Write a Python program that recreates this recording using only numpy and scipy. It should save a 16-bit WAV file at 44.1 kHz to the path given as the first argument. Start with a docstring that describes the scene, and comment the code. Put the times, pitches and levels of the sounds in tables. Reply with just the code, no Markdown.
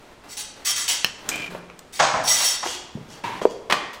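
"""A farrier works on a shod hoof in a hard-walled stable. Over faint air and soft shuffling, friction
rings a steel tool in strokes. About a second in, close by, the tongs snap a nail over, click free and
squeak by stick-slip. A hollow hoof knocks; then the tool scrapes and rings again as iron shoes stamp
on gritty concrete. Last, shoes drag, hooves scuff and clop dully on a rubber mat, and iron strikes
the concrete again."""
import sys
import numpy as np
from scipy import signal
from scipy.fft import rfft, irfft
from scipy.io import wavfile
from scipy.ndimage import uniform_filter1d

SR = 44100
rng = np.random.default_rng(int(sys.argv[2]) if len(sys.argv) > 2 else 0)


def digitize_waveform(pressure):
    """Quantize a signal to 16-bit integers and store it at the path in sys.argv[1].

    Rows of a 2-D input are taken as channels; values are limited to [-1, 1].
    """
    field = np.atleast_2d(pressure).T
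    bounded = np.clip(field, -1, 1)
    quanta = np.round(bounded * 32767).astype(np.int16)
    wavfile.write(sys.argv[1], SR, quanta)


N = 176400
HZ = np.fft.rfftfreq(16384, 1 / SR)


def amp(db):
    """Decibels to amplitude ratio."""
    return 10 ** (np.asarray(db) / 20)


def curve(points, hz=HZ):
    """Interpolation along a logarithmic frequency axis."""
    knots_hz, values = np.transpose(points)
    return np.interp(np.log(hz + 1), np.log(knots_hz + 1), values)


def clock(length_s):
    """Sample times in seconds."""
    return np.arange(max(int(length_s * SR), 2)) / SR


def add(mix, start_s, sound):
    """Superposition: a sound joins the mix at its start time."""
    part = mix[max(round(start_s * SR), 0):][:len(sound)]
    part += sound[:len(part)]


def colour(x, spectrum_db):
    """Minimum-phase filtering at unit energy: only the spectrum's shape counts."""
    log_gain = np.log(amp(np.concatenate([spectrum_db, spectrum_db[-2:0:-1]])))
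    response = np.exp(np.conj(signal.hilbert(log_gain)))
    taps = np.fft.ifft(response).real[:len(HZ)]
    return signal.fftconvolve(x, taps / np.linalg.norm(taps))[:N]


def resonances(modes, floor_db=0):
    """Lorentzian peaks (centre_hz, width_hz, level_db) summed in power over a floor, in dB."""
    power = sum(amp(db) ** 2 / (1 + (2 * (HZ - hz) / width) ** 2) for hz, width, db in modes)
    return 10 * np.log10(amp(floor_db) ** 2 + power)


def ring(modes, length_s):
    """Free vibration: each mode (pitch_hz, level_db, t60_s) is a damped sine."""
    t = clock(length_s)
    return sum(amp(db) * np.exp(-np.log(1000) * t / t60) * np.sin(2 * np.pi * hz * t)
               for hz, db, t60 in modes)


def grit(n, grain_db, size=24):
    """Dense tiny fractures: noise in grains of log-normal strength."""
    noise = rng.standard_normal(n)
    noise *= amp(grain_db * np.repeat(rng.standard_normal(n // size + 1), size)[:n])
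    return noise / noise.std()


def friction(length_s, db, change_db, rise_s, fall_s, grain_db):
    """Sliding friction: noise follows a force that bites, changes evenly in dB and lets go."""
    t = clock(length_s + 6 * fall_s)
    bite = np.sin(np.pi / 2 * np.minimum(t / rise_s, 1)) ** 2
    release = np.exp(-np.maximum(t - length_s, 0) / fall_s)
    return bite * release * amp(db + change_db * np.minimum(t / length_s, 1)) * grit(len(t), grain_db)


def impact(db, decay_s, rise_s):
    """Contact noise: a crunch with a linear rise and exponential decay."""
    t = clock(8 * decay_s + rise_s)
    envelope = np.minimum(t / rise_s, 1) * np.exp(-np.maximum(t - rise_s, 0) / decay_s)
    return amp(db) * envelope * grit(len(t), grain_db=3)


# Reverberation time of the stable: frequency_hz, t60_s
STABLE_DECAY = [(450, 1.0), (1100, 0.84), (7000, 0.55), (15000, 0.17)]
def reverb(x):
    """Reverberation: hard walls return early reflections and a diffuse tail whose treble dies first."""
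    hz, t, noise = signal.stft(rng.standard_normal(SR), SR, nperseg=256)
    decay = np.exp(-np.log(1000) * t / curve(STABLE_DECAY, hz)[:, None])
    tail = signal.istft(noise * decay, SR)[1]
    tail *= np.minimum(np.arange(len(tail)) / SR / 0.0028, 1)
    tail /= np.linalg.norm(tail)
    for delay_s, gain in [(.0035, 0.18), (.0098, 0.36), (.0182, .28)]:
        add(tail, delay_s, np.array([gain]))
    return signal.fftconvolve(x, tail / np.linalg.norm(tail))[:N]


def in_room(x, room_db):
    """Direct and reverberant fields share a fixed power; room_db is reverberant over direct."""
    return (x + amp(room_db) * reverb(x)) / np.hypot(1, amp(room_db))


def drags(rows, spectrum_db, room_db, rise_s, fall_s, grain_db):
    """Source and filter: friction along the ground, coloured by the surfaces."""
    out = np.zeros(N)
    for start_s, length_s, db, change_db in rows:
        add(out, start_s, friction(length_s, db, change_db, rise_s, fall_s, grain_db))
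    return in_room(colour(out, spectrum_db), room_db)


# Background spectrum: frequency_hz, relative_db
AIR_SPECTRUM = [(20, -5.5), (100, -7.5), (450, -7), (3000, -20), (8000, -29.5), (15800, -44.5)]
def air(level_db=-50):
    """Stationary noise: a faint background, strongest in the bass."""
    gain = amp(curve(AIR_SPECTRUM, np.fft.rfftfreq(N, 1 / SR)))
    noise = irfft(rfft(rng.standard_normal(N)) * gain, N)
    return amp(level_db) * noise / noise.std()


# Movements about the stable: start_s, length_s, level_db, change_db
SHUFFLES = [(0, 0.13, -52.5, 1), (.235, 0.057, -44, -3), (.56, 0.088, -45, -3.5), (1.18, 0.14, -49, 14),
            (1.50, 0.08, -38, -5), (2.915, 0.28, -58.5, 13)]
# Their spectrum: frequency_hz, relative_db
SHUFFLE_SPECTRUM = [(60, -15.5), (350, -4.5), (1400, -8.5), (15000, -34.5)]
def shuffling():
    """Light friction on the floor makes soft, dull noise."""
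    return drags(SHUFFLES, curve(SHUFFLE_SPECTRUM), room_db=-5, rise_s=0.006, fall_s=0.013, grain_db=2.5)


def chatter(n, contacts=3, jumps_per_s=90):
    """A Poisson process moves the touch between contact points; each gets an on-off gate."""
    jumps = np.cumsum(rng.random(n) < jumps_per_s / SR)
    return [jumps % contacts == k for k in range(contacts)]


# Tool strokes: start_s, length_s, level_db, change_db, contact_place (0 to 1)
STROKES = [(0.28, 0.053, -43, 7.5, 0.35), (.364, 0.048, -26, -4, 0.3), (0.644, 0.067, -19.5, -2.5, 0.45),
           (0.753, 0.089, -20.5, -11, 0.2), (0.873, 0.049, -18, -2.5, 0), (0.92, 0.042, -21.5, -16, .05),
           (1.92, 0.062, -38, 3.5, 0.07), (2.229, 0.056, -32, 9, 0.8), (2.268, 0.061, -13.5, -4.5, 0.84),
           (2.333, 0.12, -21.5, 0.5, 0.54), (2.442, 0.063, -14.5, -10, 1),
           (2.475, 0.075, -24.5, -6.5, 0.83)]
# Steel modes over the rubbing noise: pitch_hz, place_0_db, place_1_db
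STEEL_MODES = [(1985, 8, 11), (3215, 8, 10), (3730, 7, 11), (4480, 8, 14), (4650, 9, 11), (5385, 3, 24),
               (5605, 11, 23), (5832, 8, 24), (6100, 14, 20), (6570, 13, 19), (7080, 17, 18),
               (7730, 16, 21), (7970, 16, 21), (8370, 20, 21), (9330, 18, 22), (9543, 14, 25),
               (9974, 19, 17), (10370, 18, 27), (12400, 12, 24), (13120, 11, 18), (14900, 9, 21),
               (15540, 14, 19)]
# Rubbing noise: frequency_hz, relative_db
RUB_SPECTRUM = [(150, -24.5), (1200, -4.5), (1750, -3), (3600, 1.5), (5500, -0.5), (7500, -5.5),
                (11400, -13), (16000, -11)]
def steel_tool(width_hz=47.6, detune_hz=28, rise_s=0.014):
    """Forced vibration: friction drives modes that each contact weights and detunes; place 1 is in tune."""
    strokes = np.zeros(N)
    for start_s, length_s, db, change_db, place in STROKES:
        drive = friction(length_s, db, change_db, rise_s, fall_s=0.0082, grain_db=3.5)
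        for gate in chatter(len(drive)):
            modes = []
            for hz, place_0_db, place_1_db in STEEL_MODES:
                uneven_db, detune = rng.standard_normal(2)
                mode_db = place_0_db + place * (place_1_db - place_0_db) + uneven_db
                modes.append((hz + detune_hz * (1 - place) * detune, width_hz, mode_db))
            # A crowd of weaker modes ripples the floor in 50 Hz steps.
            crowd_db = 4.5 * np.interp(HZ / 50, np.arange(len(HZ)), rng.standard_normal(len(HZ)))
            add(strokes, start_s, colour(drive * gate, curve(RUB_SPECTRUM) + resonances(modes, crowd_db)))
    out = in_room(strokes, room_db=0)
    # Once, the lowest mode rings free.
    ping = ring([(1988, -26, .45)], .5) * np.minimum(clock(.5) / rise_s, 1)
    add(out, 2.295, ping)
    return out


# Modes rung by the snap: pitch_hz, level_db, t60_s
NAIL_MODES = [(200, -30, 0.06), (560, -30, 0.015), (1834, -18, 0.029), (2710, -9.5, 0.02),
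              (2990, -4, 0.011), (4170, -10, 0.013), (5310, -9.5, 0.014)]
def nail_snap(start_s=1.0458):
    """Sudden release of stress: the nail gives way with a tick and a heavily damped ring."""
    out = np.zeros(N)
    nail = ring(NAIL_MODES, .1)
    scattering = impact(db=-39, decay_s=0.022, rise_s=.006)  # off the nearby leg and floor
    add(out, start_s, nail)
    add(out, start_s, signal.fftconvolve(nail, scattering))
    add(out, start_s, impact(db=-11.5, decay_s=0.00068, rise_s=.0001))
    low_cut = signal.butter(2, 141, "high", fs=SR, output="sos")  # a low cut thins the bass under the snap
    return in_room(signal.sosfilt(low_cut, out), room_db=-15.5)


# Clicks of the jaws: start_s, level_db, decay_s
JAW_CLICKS = [(1.2889, -13.5, 0.0041), (1.295, -26.5, 0.011), (1.329, -33, 0.0022), (1.357, -30.5, 0.0048),
              (1.7903, -34, 0.0025)]
# Their spectrum: frequency_hz, relative_db
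JAW_SPECTRUM = [(60, -37), (220, -5), (1800, 2.5), (2500, -6), (3500, -1), (7700, 2), (9000, -3),
                (10800, -20), (14300, -3), (15800, -34)]
# Resonances of the squeak: centre_hz, width_hz, level_db
SQUEAK_MODES = [(1630, 49, 5.2), (2390, 76, 21.4), (3070, 220, 11.6)]
# Its rubbing noise: frequency_hz, relative_db
SQUEAK_SPECTRUM = [(50, -10), (150, 4), (2500, -5), (6000, -11), (15000, -27)]
def tongs(squeak_s=1.313, slips_per_s=49.4, slip_fall_db=-9.5):
    """Stick-slip friction: the jaws click free, then squeak as each slip bites and dies away."""
    clicks, slips = np.zeros((2, N))
    for start_s, db, decay_s in JAW_CLICKS:
        add(clicks, start_s, impact(db, decay_s, rise_s=0.0014))
    drive = friction(length_s=0.16, db=-24, change_db=-6, rise_s=0.0041, fall_s=0.014, grain_db=2)
    wander = 3 * uniform_filter1d(rng.standard_normal(len(drive)), size=600)
    slip_phase = np.cumsum(slips_per_s * (1 + wander)) / SR % 1
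    add(slips, squeak_s, drive * amp(slip_fall_db * slip_phase))
    jaws = colour(clicks, curve(JAW_SPECTRUM))
    squeak = colour(slips, curve(SQUEAK_SPECTRUM) + resonances(SQUEAK_MODES))
    return in_room(jaws, room_db=-11) + in_room(squeak, room_db=-14.5)


# Hoof blows on mat and floor, and a quick echo of the loudest clop:
# start_s, level_db, pitch_hz, t60_s, room_db
KNOCKS = [(1.486, -37.5, 176.3, 0.9, -14), (1.549, -20, 600, 0.028, -18), (2.658, -27, 360.4, 0.16, -6.5),
          (2.952, -14, 140, 0.016, -6.5), (2.973, -27.5, 437, 0.029, -6), (3.418, -12.5, 477, 0.017, -10),
          (3.4531, 4, 453, 0.022, -17), (3.471, -20, 440, 0.03, -20)]
# Modes of a hoof: pitch_ratio, relative_db, t60_ratio
HOOF_MODES = [(1, 1, 0.84), (1.36, -12.5, 1), (2.05, -9, 0.62)]
def hoof_knocks():
    """Damped resonance: a padded blow rings the hollow hoof, which radiates in a band near its pitch."""
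    direct, to_room = np.zeros((2, N))
    for start_s, db, pitch_hz, t60_s, room_db in KNOCKS:
        modes = [(pitch_hz * ratio, mode_db, t60_s * share) for ratio, mode_db, share in HOOF_MODES]
        band = signal.butter(2, [0.81 * pitch_hz, 2.2 * pitch_hz], "band", fs=SR, output="sos")
        knock = signal.sosfilt(band, ring(modes, .5))
        add(knock, 0, impact(db=-37, decay_s=0.00084, rise_s=0.00033))
        add(direct, start_s, amp(db) * knock)
        add(to_room, start_s, amp(db + room_db) * knock)
    return direct + reverb(to_room)


def shoe_strikes(rows, spectrum_db, room_db, rise_s):
    """Impact noise: iron crushes grit on concrete, each blow with its own tilt above about 800 Hz."""
    out = np.zeros(N)
    octaves = np.log2(1 + HZ / 800)
    for start_s, db, decay_s, tilt in rows:
        add(out, start_s, colour(impact(db, decay_s, rise_s), spectrum_db + tilt * octaves))
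    return in_room(out, room_db)


# Steps on concrete: start_s, level_db, decay_s, tilt_db_per_octave
STEPS = [(1.548, -25, 0.0048, -15.5), (1.6995, -31.5, 0.0018, -6), (3.415, -23.5, 0.017, -12.5),
         (3.699, -21, 0.027, -1), (3.7085, -12, 0.0035, -3.5), (3.7238, -10, 0.008, -1),
         (3.932, -38, 0.019, 5)]
# Their spectrum: frequency_hz, relative_db
STEP_SPECTRUM = [(80, -20), (400, -6), (700, -3.5), (1100, 0.5), (1700, -5), (2250, -1.5), (5000, -10.5),
                 (11000, -26), (15800, -29.5)]
def shoe_steps():
    """Hard contact: iron meets concrete with an abrupt onset."""
    return shoe_strikes(STEPS, curve(STEP_SPECTRUM), room_db=-6, rise_s=0.00067)


# Stamps with a slower onset: start_s, level_db, decay_s, tilt_db_per_octave
STAMPS = [(1.991, -10.5, 0.035, -1), (2.02, -19, 0.11, -0.5), (2.135, -20.5, 0.072, -7.5),
          (2.392, -26.5, 0.053, 1.5), (2.624, -25, 0.013, -2.5), (2.651, -25.5, 0.006, -4.5)]
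# Their spectrum: frequency_hz, relative_db
STAMP_SPECTRUM = [(60, -28), (150, -15), (360, -17.5), (640, -2), (950, 0.5), (1800, -6.5), (3200, -13),
                  (6900, -13), (7500, -25), (8050, -15.5), (8600, -28.5), (15800, -54)]
def shoe_stamps():
    """Impacts of iron on concrete with a slower onset, heard as crunches."""
    return shoe_strikes(STAMPS, curve(STAMP_SPECTRUM), room_db=-7, rise_s=0.011)


# Slides on grit: start_s, length_s, level_db, change_db
SLIDES = [(2.635, 0.12, -28.5, -6), (3.08, 0.066, -44, -2.5), (3.408, 0.017, -27, -9.5),
          (3.49, 0.026, -38.5, -4.5)]
# Their rubbing noise: frequency_hz, relative_db
SLIDE_SPECTRUM = [(200, -13.5), (2200, -9.5), (3300, -8.5), (6200, -4.5), (10000, -15.5), (15800, -27)]
# Resonances of an iron shoe: centre_hz, width_hz, level_db
SHOE_MODES = [(2850, 120, 8), (3330, 115, 12.5), (4640, 80, 6.5)]
def shoe_slides():
    """Rough friction: grit sliding under a shoe excites the iron's resonances."""
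    spectrum_db = curve(SLIDE_SPECTRUM) + resonances(SHOE_MODES)
    return drags(SLIDES, spectrum_db, room_db=-1, rise_s=0.022, fall_s=0.015, grain_db=6.5)


# Scuffs on the mat: start_s, length_s, level_db, change_db
SCUFFS = [(3.236, 0.046, -26.5, -3), (3.285, 0.11, -32, -2)]
# Their spectrum: frequency_hz, relative_db
SCUFF_SPECTRUM = [(59, -47), (100, -12.5), (330, -9), (687, -17.5), (944, -1), (1240, -16), (2400, -15),
                  (15800, -47.5)]
def mat_scuffs():
    """Friction of hoof on rubber: smooth noise with little treble."""
    return drags(SCUFFS, curve(SCUFF_SPECTRUM), room_db=-11, rise_s=0.0042, fall_s=0.012, grain_db=1)


def scene():
    """Superposition at one point, the same in both channels."""
    tools = steel_tool() + nail_snap() + tongs()
    hooves = shoe_stamps() + shoe_steps() + hoof_knocks()
    ground = mat_scuffs() + shoe_slides() + shuffling()
    return np.tile(tools + hooves + ground + air(), (2, 1))


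def record(dry, edge_hz=15900):
    """Hard clipping of peaks above full scale, then a low-pass band limit."""
    low_pass = signal.firwin(511, edge_hz, window=("kaiser", 9), fs=SR)
    return signal.oaconvolve(np.clip(dry, -1, 1), low_pass[None], "same")


dry = scene()
out = record(dry)
digitize_waveform(out)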